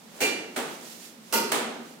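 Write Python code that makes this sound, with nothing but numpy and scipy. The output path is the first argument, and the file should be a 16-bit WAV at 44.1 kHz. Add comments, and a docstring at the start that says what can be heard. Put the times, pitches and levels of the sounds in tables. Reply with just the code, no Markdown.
"""A badminton racket hits a shuttlecock twice against the wall of a bare, echoing room.
Each stroke cracks and leaves the strings and frame ringing; then the shuttle's cork tip
knocks on the wall. The racket swishes as it swings, and air hisses past racket and
shuttle between the blows. A low room hum lies under it all."""
import sys
import numpy as np
from scipy import signal
from scipy.fft import rfft, irfft
from scipy.io import wavfile

SR = 44100
rng = np.random.default_rng(int(sys.argv[2]) if len(sys.argv) > 2 else 0)


def put_to_file(sound):
    """Save the sound as 16-bit audio at rate SR, in the file named by the first command-line argument."""
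    columns = np.atleast_2d(sound).T  # one column per channel
    safe = np.clip(columns, -1, 1)
    whole_steps = np.round(safe * 32767)
    wavfile.write(sys.argv[1], SR, whole_steps.astype(np.int16))


N = 88200

# How alike left and right sound in the room: pitch_hz, likeness (0 to 1)
STEREO_LIKENESS = [(60, 0.86), (300, .8), (640, 0.41), (1300, 0.01), (16000, 0.043)]


def gain(db):
    """Turn decibels into a number to multiply by."""
    return 10 ** (np.asarray(db) / 20)


def look_up(table, hz):
    """Read a table between its rows, giving every octave equal space."""
    pitches, values = np.array(table, float).T
    return np.interp(np.log(np.maximum(hz, 1)), np.log(pitches), values)


def frequencies():
    """The frequencies, in Hz, at which filters are set."""
    return np.arange(N + 1) * SR / (2 * N)


def filtered(sound, response):
    """Turn each frequency of a sound up or down."""
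    return irfft(rfft(sound, 2 * N) * response)[..., :N]


def tone_filter(table, extra_db=0):
    """A filter that gives white noise the table's tone without changing its power."""
    curve = gain(look_up(table, frequencies()) + extra_db)
    curve /= np.sqrt(np.mean(curve ** 2))
    # Fold the cepstrum (the log curve, seen in time) so nothing sounds before its cause.
    cepstrum = irfft(np.log(curve))
    cepstrum[1:N] *= 2
    cepstrum[N + 1:] = 0
    return np.exp(rfft(cepstrum))


def delayed(sound, delay_s):
    """Start a stereo sound later."""
    return np.pad(sound, ((0, 0), (int(delay_s * SR), 0)))[:, :N]


def room_noise():
    """Noise from all around: left and right are alike in the bass, unrelated in the treble."""
    likeness = look_up(STEREO_LIKENESS, frequencies())
    middle, side = rng.standard_normal((2, N))
    side = filtered(side, np.sqrt((1 - likeness) / (1 + likeness)))
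    return np.array([middle + side, middle - side])


def room_echo(t, swell_s, direct_db):
    """A blow in the room: sharp first arrivals, then echoes merging into a fading tail."""
    # Time the echo takes to fade by 60 dB: pitch_hz, fade_s
    fade_times = [(60, 0.2), (160, 1.1), (240, 1.21), (350, 0.96), (700, 0.93), (1400, 0.81), (3000, 0.75),
                  (5500, 0.66), (8000, 0.52), (11000, 0.44), (16000, 0.26)]
    # First sounds to arrive: delay_s, level_db (direct_db is added)
    first_arrivals = [(0, -14), (.0022, -14.5), (.0085, -29)]
    uneven_db, merge_s = 3.5, 0.02  # early echoes are uneven, then smooth out
    spread = uneven_db * np.exp(-t / merge_s) * np.log(10) / 20
    jumps = np.repeat(rng.standard_normal(N // 12 + 1), 12)[:N]
    echoes = rfft(room_noise() * np.exp(spread * jumps - spread ** 2))
    octaves = np.log2(np.clip(np.arange(N // 2 + 1) * SR / N, 62.5, 16000) / 62.5)
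    tail = 0
    for octave in np.arange(17) / 2:
        hz = 62.5 * 2 ** octave
        band = irfft(echoes * np.maximum(1 - 2 * abs(octaves - octave), 0), N)
        bass_lag_s = 0.0064 * np.exp(-np.log2(hz / 208) ** 2)  # low room notes build slowly
        swell = 1 - np.exp(-t / (swell_s + bass_lag_s))
        loudness = swell * gain(-60 * t / look_up(fade_times, hz))
        tail = tail + band * loudness / np.linalg.norm(loudness)
    clicks = np.zeros(N)
    for delay_s, level_db in first_arrivals:
        clicks[int(delay_s * SR)] += gain(level_db + direct_db)
    low_cut = 1j * frequencies() / (1j * frequencies() + 2520)  # brighter than the tail
    return (tail + filtered(clicks, low_cut)) * np.sqrt(SR)


def room_hum(level_db=-52):
    """The room hums with low, steady noise."""
    # Tone of the hum: pitch_hz, level_db
    hum_tone = [(30, -40), (80, -20), (125, -13.5), (170, 1), (195, 0.5), (232, 7.5), (275, -3), (420, -6),
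                (700, -9.5), (1500, -16), (4000, -19.5), (9000, -27.5), (16000, -32)]
    return gain(level_db) * filtered(room_noise(), tone_filter(hum_tone))


def air_hiss(t, low_cut_hz=910):
    """Air hisses through the moving strings and the skirt of the flying shuttle."""
    # Tone of the hiss before the bass is cut: pitch_hz, level_db
    hiss_tone = [(590, -8), (1000, -12), (1100, -18), (1350, -4), (1480, -5), (3050, -3), (6940, -2.5),
                 (16000, -11)]
    # Rise and fall of the rushing air: time_s, level_db
    hiss_levels = [(0, -60), (.09, -59), (.2, -49.5), (.26, -71), (.55, -56.5), (.7, -49.5), (.74, -47.5),
                   (.79, -53), (.85, -47), (.92, -46), (.98, -50), (1.055, -46), (1.1, -52), (1.19, -61),
                   (1.31, -52.5), (1.4, -56), (1.8, -59), (1.9, -54), (2, -62)]
    low_cut = frequencies() ** 2 / (frequencies() ** 2 + low_cut_hz ** 2)
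    loudness = gain(np.interp(t, *np.array(hiss_levels).T))
    return loudness * filtered(room_noise(), tone_filter(hiss_tone) * low_cut)


def racket_swish(t, stop_s=0.02):
    """The racket swishes louder as it speeds up toward the shuttle."""
    # Racket swings: loudest_at_s, level_db, rise_s
    swings = [(.2, -48, 0.066), (1.325, -50.5, 0.033)]
    # Tone of the swish: pitch_hz, level_db
    swish_tone = [(100, -13), (500, 5.5), (1500, -4), (3000, -9), (8000, -40), (16000, -32)]
    loudness = 0
    for peak_s, level_db, rise_s in swings:
        slope_s = np.where(t < peak_s, rise_s, stop_s)
        loudness = loudness + gain(level_db) * np.exp(-abs(t - peak_s) / slope_s)
    return loudness * filtered(room_noise(), tone_filter(swish_tone))


def wall_knocks(t):
    """The cork knocks on the wall: a dry click that the room draws out."""
    # Cork hitting the wall: start_s, level_db, swell_s, tilt_db_per_octave, direct_db
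    knocks = [(0.562, -41.5, .001, -0.5, -1.5), (1.518, -36, 0.0006, 0, -1)]
    # Tone of a knock: pitch_hz, level_db
    cork_tone = [(40, -39), (90, -38), (170, -8.5), (200, -13.5), (240, 5.5), (275, -4), (420, 1),
                 (560, -3), (800, -2.5), (1050, -6.5), (1300, -5), (1650, -8.5), (2300, -9.5), (3600, -12),
                 (5200, -19), (8500, -15), (12000, -24), (16000, -23)]
    octaves = np.log2((frequencies() + 1) / 1000)
    sound = 0
    for start_s, level_db, swell_s, tilt, direct_db in knocks:
        knock = filtered(room_echo(t, swell_s, direct_db), tone_filter(cork_tone, tilt * octaves))
        sound = sound + delayed(gain(level_db) * knock, start_s)
    return sound


def racket_ring(t, bright):
    """Strings and frame ring at their own notes; reflections make each note waver."""
    # The racket's notes: pitch_hz, fade_s (to fall 60 dB), mellow_level_db, bright_level_db
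    notes = [(431, .35, -29, -42), (902, .4, -52, -33), (925, .7, -44, -32), (1143, .4, -44, -56),
             (1390, .4, -54, -41), (1422, .5, -49, -34), (1878, .45, -41, -54), (2013, .5, -52, -41),
             (2369, .6, -29.5, -42), (2673, .5, -40, -54), (2697, .6, -37, -50), (2756, .45, -44, -41),
             (2853, .55, -40, -46), (2910, .62, -38, -50), (3225, .48, -43, -52), (3544, .5, -41, -54),
             (3994, .55, -43, -54), (4414, .55, -43, -52), (4673, .42, -50, -46), (5518, .45, -47, -54),
             (6008, .3, -54, -43), (6277, .45, -47, -54), (8958, .28, -56, -45), (12829, .28, -60, -42),
             (13022, .28, -60, -42), (13391, .28, -60, -45)]
    build_s, waver_depth, waver_hz = 0.012, 0.2, 10
    sound = 0
    for hz, fade_s, *levels_db in notes:
        points = rng.standard_normal((2, 128)) + 1j * rng.standard_normal((2, 128))
        waver = np.array([np.interp(t * waver_hz, np.arange(128), side) for side in points])
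        right_shift = np.pi / 2 * (1 - look_up(STEREO_LIKENESS, hz))
        phase = rng.uniform(0, 2 * np.pi) + np.array([[0], [right_shift]])
        note = np.exp(1j * (2 * np.pi * hz * t + phase)) * (1 + waver_depth * waver)
        sound = sound + note.imag * gain(levels_db[bright] - 60 * t / fade_s)
    return 2 * sound * (1 - np.exp(-t / build_s))


def racket_hits(t):
    """The strings crack against the shuttle and ring on."""
    # Each stroke is a touch, then the full blow: start_s, crack_db, swell_s, ring_db, bright (0 or 1)
    contacts = [(0.205, -40, 0.0011, -38, 0), (.216, -38.5, 0.001, 1, 0), (1.3253, -38.5, 0.00059, -32, 1),
                (1.333, -37, 0.0034, 0.5, 1)]
    # Tone of a mellow crack: pitch_hz, level_db
    mellow_tone = [(40, -28.5), (100, -29), (190, -14.5), (300, -3.5), (440, -3.5), (600, -10.5),
                   (850, -11.5), (1050, -20.5), (1400, -16), (1900, -14.5), (2300, -10.5), (2750, -10),
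                   (3300, -14.5), (4500, -16.5), (5300, -19.5), (8000, -19.5), (12000, -26.5),
                   (16000, -26.5)]
    # Tone of a bright crack: pitch_hz, level_db
    bright_tone = [(40, -34), (90, -36), (130, -24), (230, 4), (275, -4.5), (420, 2.5), (700, -10.5),
                   (950, -10.5), (1450, -7), (1750, -18.5), (2050, -12.5), (2750, -9.5), (3400, -15),
                   (4700, -11.5), (7000, -15), (11200, -18), (13200, -11.5), (14500, -24), (16000, -17)]
    # Quiet gaps between the racket's notes: pitch_hz, width_hz, mellow_dip_db, bright_dip_db
    gaps = [(2240, 70, -3, -10), (2520, 80, -13, -3), (3070, 85, -14, -3), (3380, 80, -15, 0),
            (3760, 125, -14, -14), (4260, 70, -6, 0), (5000, 110, -8, 0), (5350, 80, -9, 0),
            (6850, 120, 0, -6), (12000, 200, 0, -12)]
    sound = 0
    for start_s, crack_db, swell_s, ring_db, bright in contacts:
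        gaps_db = sum(dips_db[bright] * np.exp(-((frequencies() - hz) / width_hz) ** 2)
                      for hz, width_hz, *dips_db in gaps)
        tone = tone_filter(bright_tone if bright else mellow_tone, gaps_db)
        crack = filtered(room_echo(t, swell_s, direct_db=-6.5), tone)
        hit = gain(crack_db) * crack + gain(ring_db) * racket_ring(t, bright)
        sound = sound + delayed(hit, start_s)
    return sound


def scene():
    """Hits, knocks and rushing air over the hum of the room."""
    t = np.arange(N) / SR
    return racket_hits(t) + wall_knocks(t) + racket_swish(t) + air_hiss(t) + room_hum()


def record(dry):
    """The right microphone is brighter than the left; the highest treble is cut."""
    # How much louder the right side is than the left: pitch_hz, level_db
    right_boost = [(100, 0), (700, 0.4), (1300, 1), (2400, 1.5), (4400, 6), (8100, 11.5), (15000, 3.5)]
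    sides = gain(np.array([[-0.5], [0.5]]) * look_up(right_boost, frequencies()))
    sides /= np.sqrt(np.mean(sides ** 2, axis=0))
    treble_cut = signal.ellip(10, 0.2, 80, 15750, fs=SR, output="sos")
    return signal.sosfilt(treble_cut, filtered(dry, sides))


dry = scene()
out = record(dry)
put_to_file(out)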